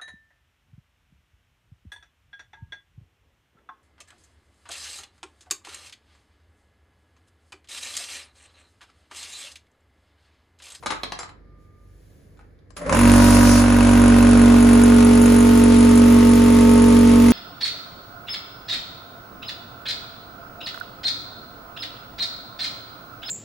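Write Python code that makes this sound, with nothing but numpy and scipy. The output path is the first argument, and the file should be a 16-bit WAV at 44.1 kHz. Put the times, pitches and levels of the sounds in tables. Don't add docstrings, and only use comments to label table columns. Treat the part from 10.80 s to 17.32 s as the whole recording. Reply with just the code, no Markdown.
import sys
import numpy as np
from scipy import signal
from scipy.fft import rfft, irfft, next_fast_len
from scipy.io import wavfile
from scipy.ndimage import uniform_filter1d, map_coordinates

SR = 44100
rng = np.random.default_rng(int(sys.argv[2]) if len(sys.argv) > 2 else 0)


def makeup_ratio(level_db):
    decades = np.asarray(level_db, float) / 20
    return 10 ** decades


def digitize_waveform(pressure):
    field = np.atleast_2d(pressure).T
    bounded = np.clip(field, -1, 1)
    quanta = np.round(bounded * 32767).astype(np.int16)
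    wavfile.write(sys.argv[1], SR, quanta)


N = 287532
CLOCK = np.arange(N) / SR
SWITCH_S, SHUT_S = 1.966, 2.7
FULL_SPEED_RPS = 47.4

# (time [s], level [dB])
HUM_LEVEL = [
    (2.04, -28),
    (2.14, -7.5),
    (2.23, -2),
    (2.29, 0.5),
    (2.68, 0),
    (2.87, -3),
    (3.15, 0),
    (6.52, 0),
]
# (time [s], speed [turns/s])
SHAFT_SPEED = [(1.966, 0), (2.04, 22), (2.08, 31), (2.11, 35), (2.14, 43.5), (2.17, 46.3), (2.2, 47.4),
               (2.3, 47.7), (2.6, 47.86), (2.85, 47.86), (3.1, 47.7), (3.6, 47.55), (4.3, 47.44),
               (5.3, 47.4), (6.52, 47.33)]


def unit(x):
    return x / np.sqrt(np.mean(x ** 2) + 1e-20)


def along(points, hz):
    f, v = np.transpose(points)
    return np.interp(np.log(hz + 1), np.log(f + 1), v)


def curves(rows):
    s, *cols = np.transpose(rows)
    return [np.interp(CLOCK, s, c) for c in cols]


def wobble(rate_hz):
    s = CLOCK[::128]
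    knots = rng.standard_normal(200)
    return np.interp(CLOCK, s, map_coordinates(knots, [s * min(rate_hz, 25)]))


def filtered(x, response):
    m = next_fast_len(x.shape[-1] + 8192)
    spectrum = rfft(x, m) * response(np.fft.rfftfreq(m, 1 / SR))
    return irfft(spectrum, m)[..., :x.shape[-1]]


def modes(table):
    def response(f):
        total = 0
        for k, (centre, width, db) in enumerate(table):
            damped = 1j * f * width
            total = total + (-1) ** k * makeup_ratio(db) * damped / (centre * centre - f * f + damped)
        return total
    return response


def sides(db):
    return makeup_ratio(np.array([db / 2, -db / 2]))


def rush(spectrum, gate, likeness_scale=1):
    # (frequency [Hz], left-right likeness [0-1])
    likeness = [(60, 0.34), (250, 0.66), (520, 0.4), (860, 0), (1200, 0.64), (1700, 0.17), (2600, 0.48),
                (4300, 0.56), (5500, 0.16), (7000, 0.24)]

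    def shape(hz):
        turn = np.arccos(np.clip(likeness_scale * along(likeness, hz), 0, 1)) / 2
        return makeup_ratio(along(spectrum, hz)) * [np.cos(turn), np.sin(turn)]

    mid, side = filtered(gate * rng.standard_normal((2, N)), shape)
    return unit(np.array([mid + side, mid - side]))


def compressor():
    stroke_s = 2.233
    turns = np.cumsum(curves(SHAFT_SPEED)[0]) / SR
    turns += 20 - turns[round(stroke_s * SR)]
    powered = slap(turns) + casing(turns) + frame(turns) + valve_and_seal(turns) + bleed_port() + groan()
    return hum(turns) + (CLOCK > SWITCH_S) * powered


def hum(turns):
    multiples = [*range(1, 15), *range(16, 21), 22, 23, 25, 26, 27, 30, 31, 33]
    # (empty level [dB], loaded level [dB], half-way time [s])
    orders = [(-19, -25.5, 3.7), (-19, -24.5, 3.35), (-33, -65, 3), (-26, -32, 2.8), (-17, -12, 1.2),
              (-20.5, -23, 2.9), (-16, -33, 2.1), (-43, -61, 5.7), (-38, -22.5, 3.1), (-44, -32.5, 4.3),
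              (-35.5, -36, 3.1), (-28, -65, 4), (-41.5, -53, 4.5), (-33.5, -38, 4.5), (-38.5, -62, 5),
              (-43.5, -68, 5.2), (-48, -45, 2.8), (-49, -34.5, 3.6), (-31.5, -76, 3.94), (-36, -57, 4.44),
              (-46.5, -41.5, 5.2), (-48, -42.5, 4.8), (-41, -47, 4.7), (-45, -39.5, 4.9), (-38, -61, 5.3),
              (-38, -48, 4.2), (-39.5, -61, 4.3)]
    build_s = 0.35
    housing_rps, housing_width_rps, housing_db = 47.53, 0.09, 2
    clock, speed, slow_turns = CLOCK[::8], curves(SHAFT_SPEED)[0][::8], turns[::8]
    out = 0
    for k, (empty_db, loaded_db, half_s) in zip(multiples, orders):
        unsteady = min(0.16 * k, 1.2)
        db = empty_db + (loaded_db - empty_db) / (1 + np.exp((half_s - clock) / build_s))
        db = db + unsteady * (0.7 * wobble(2.844) + 0.3 * wobble(18))[::8]
        if k == 5:
            db += housing_db * np.exp(-((speed - housing_rps) / housing_width_rps) ** 2)
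            db -= 3.8 * np.clip(46.7 - speed, 0, 14)
        if k < 5:
            lead = 1.5 * k - 2.3
        else:
            lead = 1.3 - 0.22 * k + (k > 14) * rng.normal(0, 1.5)
        apart = 0.3 * unsteady * rng.normal() * np.array([[1], [-1]])
        lead = lead + unsteady * (0.15 * wobble(9)[::8] + apart)
        out = out + makeup_ratio(db) * np.cos(2 * np.pi * k * slow_turns + lead)
    out = signal.resample_poly(out, 8, 1, axis=1)[:, :N]
    return makeup_ratio(curves(HUM_LEVEL)[0] + 3.0) * out * (CLOCK > HUM_LEVEL[0][0])


def lag():
    return np.clip(FULL_SPEED_RPS - curves(SHAFT_SPEED)[0], 0, None)


def strokes(turns, rest_db, life_turns, scatter_db):
    size = makeup_ratio(scatter_db * np.clip(rng.standard_normal(400), -2, 2))[turns.astype(int)]
    return unit(makeup_ratio(rest_db) + size * np.exp(-(turns % 1) / life_turns))


def slap(turns):
    # (frequency [Hz], width [Hz], level [dB])
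    head = [(575, 110, -3), (980, 220, 0), (1220, 250, -1), (1580, 280, -4), (2650, 260, -8)]
    blow_share = 0.85
    level_db, fade_db_per_s, spinup_db_per_rps = -26.5, 5, 16
    at = np.flatnonzero(np.diff(np.floor(turns)))
    late, size, pan = rng.standard_normal((400, 3))[:len(at)].T
    blows = np.zeros((2, N + 999))
    blows[:, at + (8 * late).astype(int)] = makeup_ratio(0.8 * size) * sides(1.5 * pan)
    blows = filtered(blows[:, :N], lambda hz: 1 / (1 + (800 / (hz + 1)) ** 6))
    noise = rng.standard_normal(N) + 0.6 * rng.standard_normal((2, N))
    chatter = strokes(turns, rest_db=-14, life_turns=0.14, scatter_db=0.8) * noise
    ring = unit(filtered(blow_share * unit(blows) + unit(chatter), modes(head)))
    gain_db = level_db - fade_db_per_s * (CLOCK - 2.0) - spinup_db_per_rps * np.clip(lag() - 3, 0, None)
    return makeup_ratio(gain_db) * ring


def rattle(part, extra_db=0):
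    # (loaded level [dB], extra while port open [dB], fade [dB/s],
    # loss below full speed [dB per turn/s], switch jolt [dB])
    parts = dict(casing=(-24, 3.5, 0.47, .5, -57), frame=(-32.5, 2.5, 0.02, 1, -38),
             reed=(-35.5, 3.5, 0.27, 1, -37.5), leak=(-49, 9.5, -1, 2, -49))
    shut_takes_s, jolt_t60_s = 0.06, 0.14
    loaded_db, open_db, fade_db_per_s, spinup_db_per_rps, jolt_db = parts[part]
    vented = 0.5 - 0.5 * np.tanh((CLOCK - SHUT_S) / shut_takes_s)
    steady_db = loaded_db + open_db * vented - fade_db_per_s * (CLOCK - 3.5) - spinup_db_per_rps * lag()
    jolt = makeup_ratio(jolt_db - 60 * np.abs(CLOCK - SWITCH_S) / jolt_t60_s)
    return makeup_ratio(steady_db + extra_db) + jolt


def casing(turns):
    # (frequency [Hz], density [dB/Hz])
    casing_spectrum = [(35, -40), (60, -31), (108, -32.5), (146, -64), (236, -18.5), (372, -17.5),
                       (560, -11.5), (700, -23.5), (820, -22), (1000, -17.5), (1300, -22), (2000, -22.5),
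                       (3500, -56.5), (6000, -86.5)]
    gate = strokes(turns, rest_db=1.5, life_turns=0.15, scatter_db=1.5)
    return rattle('casing', 0.5 * wobble(12) - 4.1) * rush(casing_spectrum, gate)


def frame(turns):
    # (frequency [Hz], density [dB/Hz])
    frame_spectrum = [(1000, -17), (1500, -14), (1640, -18), (2150, -6.5), (3000, -9.5), (3960, -12),
                      (5750, -12.5), (6760, -19), (8300, -13.5), (9000, -15.5), (10500, -66)]
    gate = strokes(turns, rest_db=3.5, life_turns=0.16, scatter_db=4.0)
    return rattle('frame', 0.63 * wobble(18)) * rush(frame_spectrum, gate)


def valve_and_seal(turns):
    # (frequency [Hz], density [dB/Hz])
    reed_spectrum = [(4500, -45), (5800, -42), (6500, -1.5), (7300, -5.5), (8500, -6), (9800, 1.5),
                     (10500, 0.5), (11200, -9.5), (11900, -19), (12600, -4.5), (13500, -48)]
    # (frequency [Hz], density [dB/Hz])
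    leak_spectrum = [(11300, -50), (12100, -22), (12600, -2), (13200, 0), (14000, -2), (15000, -4),
                     (15600, -20)]
    # (time [s], extra level [dB])
    seeps = [
        (3.14, 0),
        (3.8, 3),
        (4.399, 5),
        (6.2, 0),
    ]
    seep_life_s = 0.18
    seep_db = 0
    for s, db in seeps:
        seep_db = seep_db + db * (CLOCK > s) * np.exp(-np.abs(CLOCK - s) / seep_life_s)
    reed_gate = strokes(turns, rest_db=-12.5, life_turns=0.31, scatter_db=3.5)
    reed = rattle('reed', seep_db + 0.86 * wobble(14)) * rush(reed_spectrum, reed_gate)
    leak_gate = strokes(turns, rest_db=-2, life_turns=0.3, scatter_db=4)
    leak = rattle('leak', 1.2 * seep_db + 1.6 * wobble(22)) * rush(leak_spectrum, leak_gate)
    return reed + leak


def bleed_port():
    # (time [s], level [dB])
    bleed_level = [
        (2.1, -80),
        (2.2, -37.5),
        (2.45, -28),
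        (2.6, -32.5),
        (2.7, -25),
        (2.8, -27),
        (2.92, -56.5),
    ]
    # (frequency [Hz], density [dB/Hz])
    jet_spectrum = [(3000, -15.5), (4800, -3.5), (5700, -5), (6600, -7), (8300, -7), (10000, -5),
                    (12000, -16.5), (14000, -12.5), (15500, -28)]
    # (frequency [Hz], density [dB/Hz])
    nozzle_spectrum = [(4600, -40), (5200, -6), (5800, 0), (6500, -6), (7200, -40)]
    nozzle_s, nozzle_half_s, nozzle_db = 2.71, 0.07, -31
    jet = makeup_ratio(curves(bleed_level)[0] + 1.3 * wobble(9.8)) * rush(jet_spectrum, 1, likeness_scale=0.46)
    closing = np.exp(-((CLOCK - nozzle_s) / nozzle_half_s) ** 2)
    return jet + makeup_ratio(nozzle_db) * closing * rush(nozzle_spectrum, 1)


def groan():
    # (time [s], level [dB])
    groan_level = [
        (1.97, -54),
        (2.03, -39.5),
        (2.15, -28.5),
        (2.18, -32),
        (2.21, -80),
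    ]
    centre_hz, lurch_hz, lurch_db = 562.5, 36, -1
    first_lurch_s, lurch_at_s, lurch_period_s = 2.03, 2.09, 0.054
    lurch = np.cos(2 * np.pi * (np.maximum(CLOCK, first_lurch_s) - lurch_at_s) / lurch_period_s)
    strain = 2 * np.pi * np.cumsum(centre_hz + lurch_hz * lurch) / SR
    rough = 1 + 0.65 * unit(uniform_filter1d(rng.standard_normal(N), size=300))
    tones = rough * np.sin(strain) + 0.65 * np.sin(strain / 3.4) + 0.42 * np.sin(strain / 2.1)
    return makeup_ratio(curves(groan_level)[0] + lurch_db * lurch + 5.5) * tones


def knocks():
    # (time [s], peak [dB], tub ring [Hz], brass ring [dB], bright tick [dB])
    contacts = [(0.026, -31, 807, -30, -26), (0.034, -29.5, 1250, -24, -26), (0.06, -12, 1050, -27, -8.5),
                (0.067, -18.5, 1240, -11, -12), (0.104, -14.5, 790, -14.5, -14), (0.11, -20, 1300, -17, -5),
                (0.12, -15.5, 1230, -28, -23), (0.129, -28.5, 1350, -26, -22),
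                (0.154, -34, 1270, -13.5, -22), (0.233, -17, 1760, -11, -36), (0.32, -20, 1130, -10, -27),
                (0.389, -24, 350, -13.5, 0.5), (0.404, -25, 880, -25, -21.5), (0.43, -23, 1100, -21, -12),
                (0.491, -33, 1080, -23, -30), (1.571, -55, 1450, -14, -6), (1.591, -41, 500, -32, -31),
                (1.609, -49, 818, -28, -27), (1.789, -61, 1770, -9, -20), (1.904, -48, 958, -15, -2),
                (1.968, -29.5, 1230, -18, -1.5), (2.064, -26, 1050, -36.5, -19),
                (2.094, -12.5, 1070, -39, -10.5), (2.125, -8, 1010, -33, -6)]
    # (frequency [Hz], density [dB/Hz])
    tub_spectrum = [(88, -52), (150, -6.5), (494, -1), (1280, 1), (2570, -6.5), (4070, -21.5), (7450, -18),
                    (8630, -17), (10200, -23.5), (12000, -28), (15600, -81), (22000, -120)]
    # (frequency [Hz], width [Hz], level [dB])
    brass_modes = [(2300, 400, -7), (3150, 200, -5), (4030, 300, 0), (6250, 700, -19)]
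    # (frequency [Hz], width [Hz], level [dB])
    collar_modes = [(7330, 90, 0), (7520, 70, -1), (4900, 400, -8)]
    tub_t60_s, brass_t60_s, tick_t60_s, collar_t60_s, onset_s = 0.043, 0.047, 0.032, 0.2, 0.00086
    pan_db, pan_scatter_db = 1, 6
    out = np.zeros((2, N + SR))
    t = np.arange(SR // 8) / SR
    for s, db, hz, brass_db, bright_db in contacts:
        noise = rng.standard_normal((3, len(t)))

        def tub_response(f):
            return makeup_ratio(along(tub_spectrum, f)) * (1 + 1.2 / (1 + ((f - hz) / 220) ** 2))

        def tick_response(f):
            return (f > 4800) * makeup_ratio(along(tub_spectrum, f))

        tub = unit(filtered(noise[0], tub_response))
        brass = makeup_ratio(brass_db + 14.5 - 60 * t / brass_t60_s) * unit(filtered(noise[1], modes(brass_modes)))
        tick = makeup_ratio(bright_db - 2.0 - 60 * t / tick_t60_s) * unit(filtered(noise[2], tick_response))
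        collar_gain = makeup_ratio(2 * bright_db - 12 - 60 * t / collar_t60_s)
        tick = tick + collar_gain * unit(filtered(noise[2], modes(collar_modes)))
        body = (tub + brass) * makeup_ratio(-60 * t / tub_t60_s)
        hit = makeup_ratio(db - 5.5) * (body + tick) * (1 - np.exp(-t / onset_s))
        wet = makeup_ratio(-2) * room(np.pad(hit, (150, 0)))
        at = round(s * SR)
        out[:, at:at + len(t)] += sides(rng.normal(pan_db, pan_scatter_db))[:, None] * hit
        out[:, at:at + wet.shape[1]] += wet
    return out[:, :N]


def room(x):
    # (frequency [Hz], t60 [s])
    walls = [(200, 0.4), (2000, 0.34), (10000, 0.15)]
    hz, t, z = signal.stft(rng.standard_normal((2, SR // 2)), SR, nperseg=256)
    decay = makeup_ratio(-60 * t / along(walls, hz)[:, None])
    tail = signal.istft(z * decay, SR, nperseg=256)[1]
    return signal.fftconvolve(x[None], tail / np.linalg.norm(tail[0]), axes=1)


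def workshop():
    return room_tone() + faint_air() + ventilation() + far_machines()


def room_tone():
    # (frequency [Hz], density [dB/Hz])
    tone_spectrum = [(20, -29), (40, 3.5), (104, -4.5), (150, -2), (213, -5.5), (500, -9), (700, -19),
                     (930, -25.5), (1400, -25.5), (1750, -22), (2300, -32.5), (2800, -38), (5000, -37),
                     (8000, -68)]
    rest_db, run_db = -58, -39
    gain = makeup_ratio(rest_db) + makeup_ratio(run_db - 0.6 * lag())
    return gain * makeup_ratio(1.1 * wobble(5)) * rush(tone_spectrum, 1)


def faint_air():
    # (frequency [Hz], density [dB/Hz])
    air_spectrum = [(1470, -32), (2500, -8), (8290, -9), (10300, -10), (11400, -5), (12200, -24.5),
                    (13500, -14.5), (15500, -5.5)]
    # (time [s], half length [s], level [dB])
    rustles = [
        (.05, .25, -60),
        (.3, .12, -75),
        (0.833, .04, -73),
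        (1.3, 0.3, -66),
    ]
    rest_db, run_db = -84, -37.5
    rustle = sum(makeup_ratio(db) * np.exp(-((CLOCK - s) / half_s) ** 2) for s, half_s, db in rustles)
    return (makeup_ratio(rest_db) + rustle + makeup_ratio(run_db - 1.6 * lag())) * rush(air_spectrum, 1)


def ventilation():
    # (frequency [Hz], density [dB/Hz])
    duct_spectrum = [(1200, -60), (1600, -12), (1720, 0), (1900, -14), (2200, -3), (2400, -16), (3000, -60)]
    return makeup_ratio(-77) * rush(duct_spectrum, 1)


def far_machines():
    # (frequency [Hz], level [dB])
    far_lines = [(47.3, -58), (49.5, -58), (75.4, -62), (94.8, -62), (99.8, -62), (145.3, -67),
                 (290.7, -74), (419.9, -80)]
    # (time [s], level [dB])
    whine_level = [
        (0.6, -76),
        (0.72, -64),
        (1.02, -65.5),
        (1.2, -80),
    ]
    in_step_s, whine_hz = 0.7, 1200
    lines = 0
    for hz, db in far_lines:
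        lines = lines + makeup_ratio(db + 1.5 * wobble(2.6)) * np.sin(2 * np.pi * hz * (CLOCK - in_step_s))
    sounding = (CLOCK > whine_level[0][0]) & (CLOCK < whine_level[-1][0])
    whine = sounding * makeup_ratio(curves(whine_level)[0] + 1.5) * np.sin(2 * np.pi * whine_hz * CLOCK)
    return makeup_ratio(5) * lines + whine


def scene():
    # (frequency [Hz], left minus right [dB])
    lean = [(60, -1.5), (99, -3), (160, 1.5), (270, -2.5), (450, 1.0), (740, 0.5), (1220, -3), (2010, 2.5),
            (3330, 1.5), (5500, 1), (9080, 0), (15000, 0.0)]
    return filtered(compressor() + workshop(), lambda hz: sides(along(lean, hz))) + knocks()


def thinned(x, gate_db, spike_db):
    hz, _, z = signal.stft(x, SR, nperseg=2048)
    power = np.abs(z) ** 2
    mask = power[:, (hz > 6000) & (hz < 15000)].mean(axis=(0, 1))
    bands = uniform_filter1d(power, size=15, axis=1)
    whim_db = 2.5 * np.repeat(rng.standard_normal((2, 65, z.shape[2])), 16, axis=1)[:, :len(hz)]
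    whim_db = whim_db + 3 * (hz > 11200)[:, None]
    keep = (bands > mask * makeup_ratio(gate_db + whim_db) ** 2) & (power > mask * makeup_ratio(spike_db) ** 2)
    return signal.istft(z * (keep | (hz < 2000)[:, None]), SR, nperseg=2048)[1][:, :N]


def band_limit(x):
    return signal.sosfilt(signal.butter(12, 15730, fs=SR, output="sos"), x)


def record(dry):
    left_lead_s = 1 / 44100

    def lead(hz):
        return np.exp(1j * np.pi * np.minimum(hz, 3000) * left_lead_s * np.array([[1], [-1]]))

    def spacing(hz):
        comb = np.clip((hz - 3200) / 6000, 0, 1) * np.cos(2 * np.pi * (hz - 10150) / 3650)
        rumble_cut = 1 / (1 + (38 / (hz + 1)) ** 8)
        return rumble_cut * np.sqrt(np.abs([1 + comb, 1 - comb]))

    left, right = filtered(dry, lead)
    pair = filtered(np.array([left + right, left - right]) / 2, spacing)
    mid, side = thinned(pair, gate_db=-7, spike_db=-6.5)
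    mix = np.array([mid + side, mid - side])
    mix = mix / (1 + np.abs(mix / 1.02) ** 6) ** (1 / 6)
    return band_limit(mix)


dry = scene()
out = record(dry)
digitize_waveform(out)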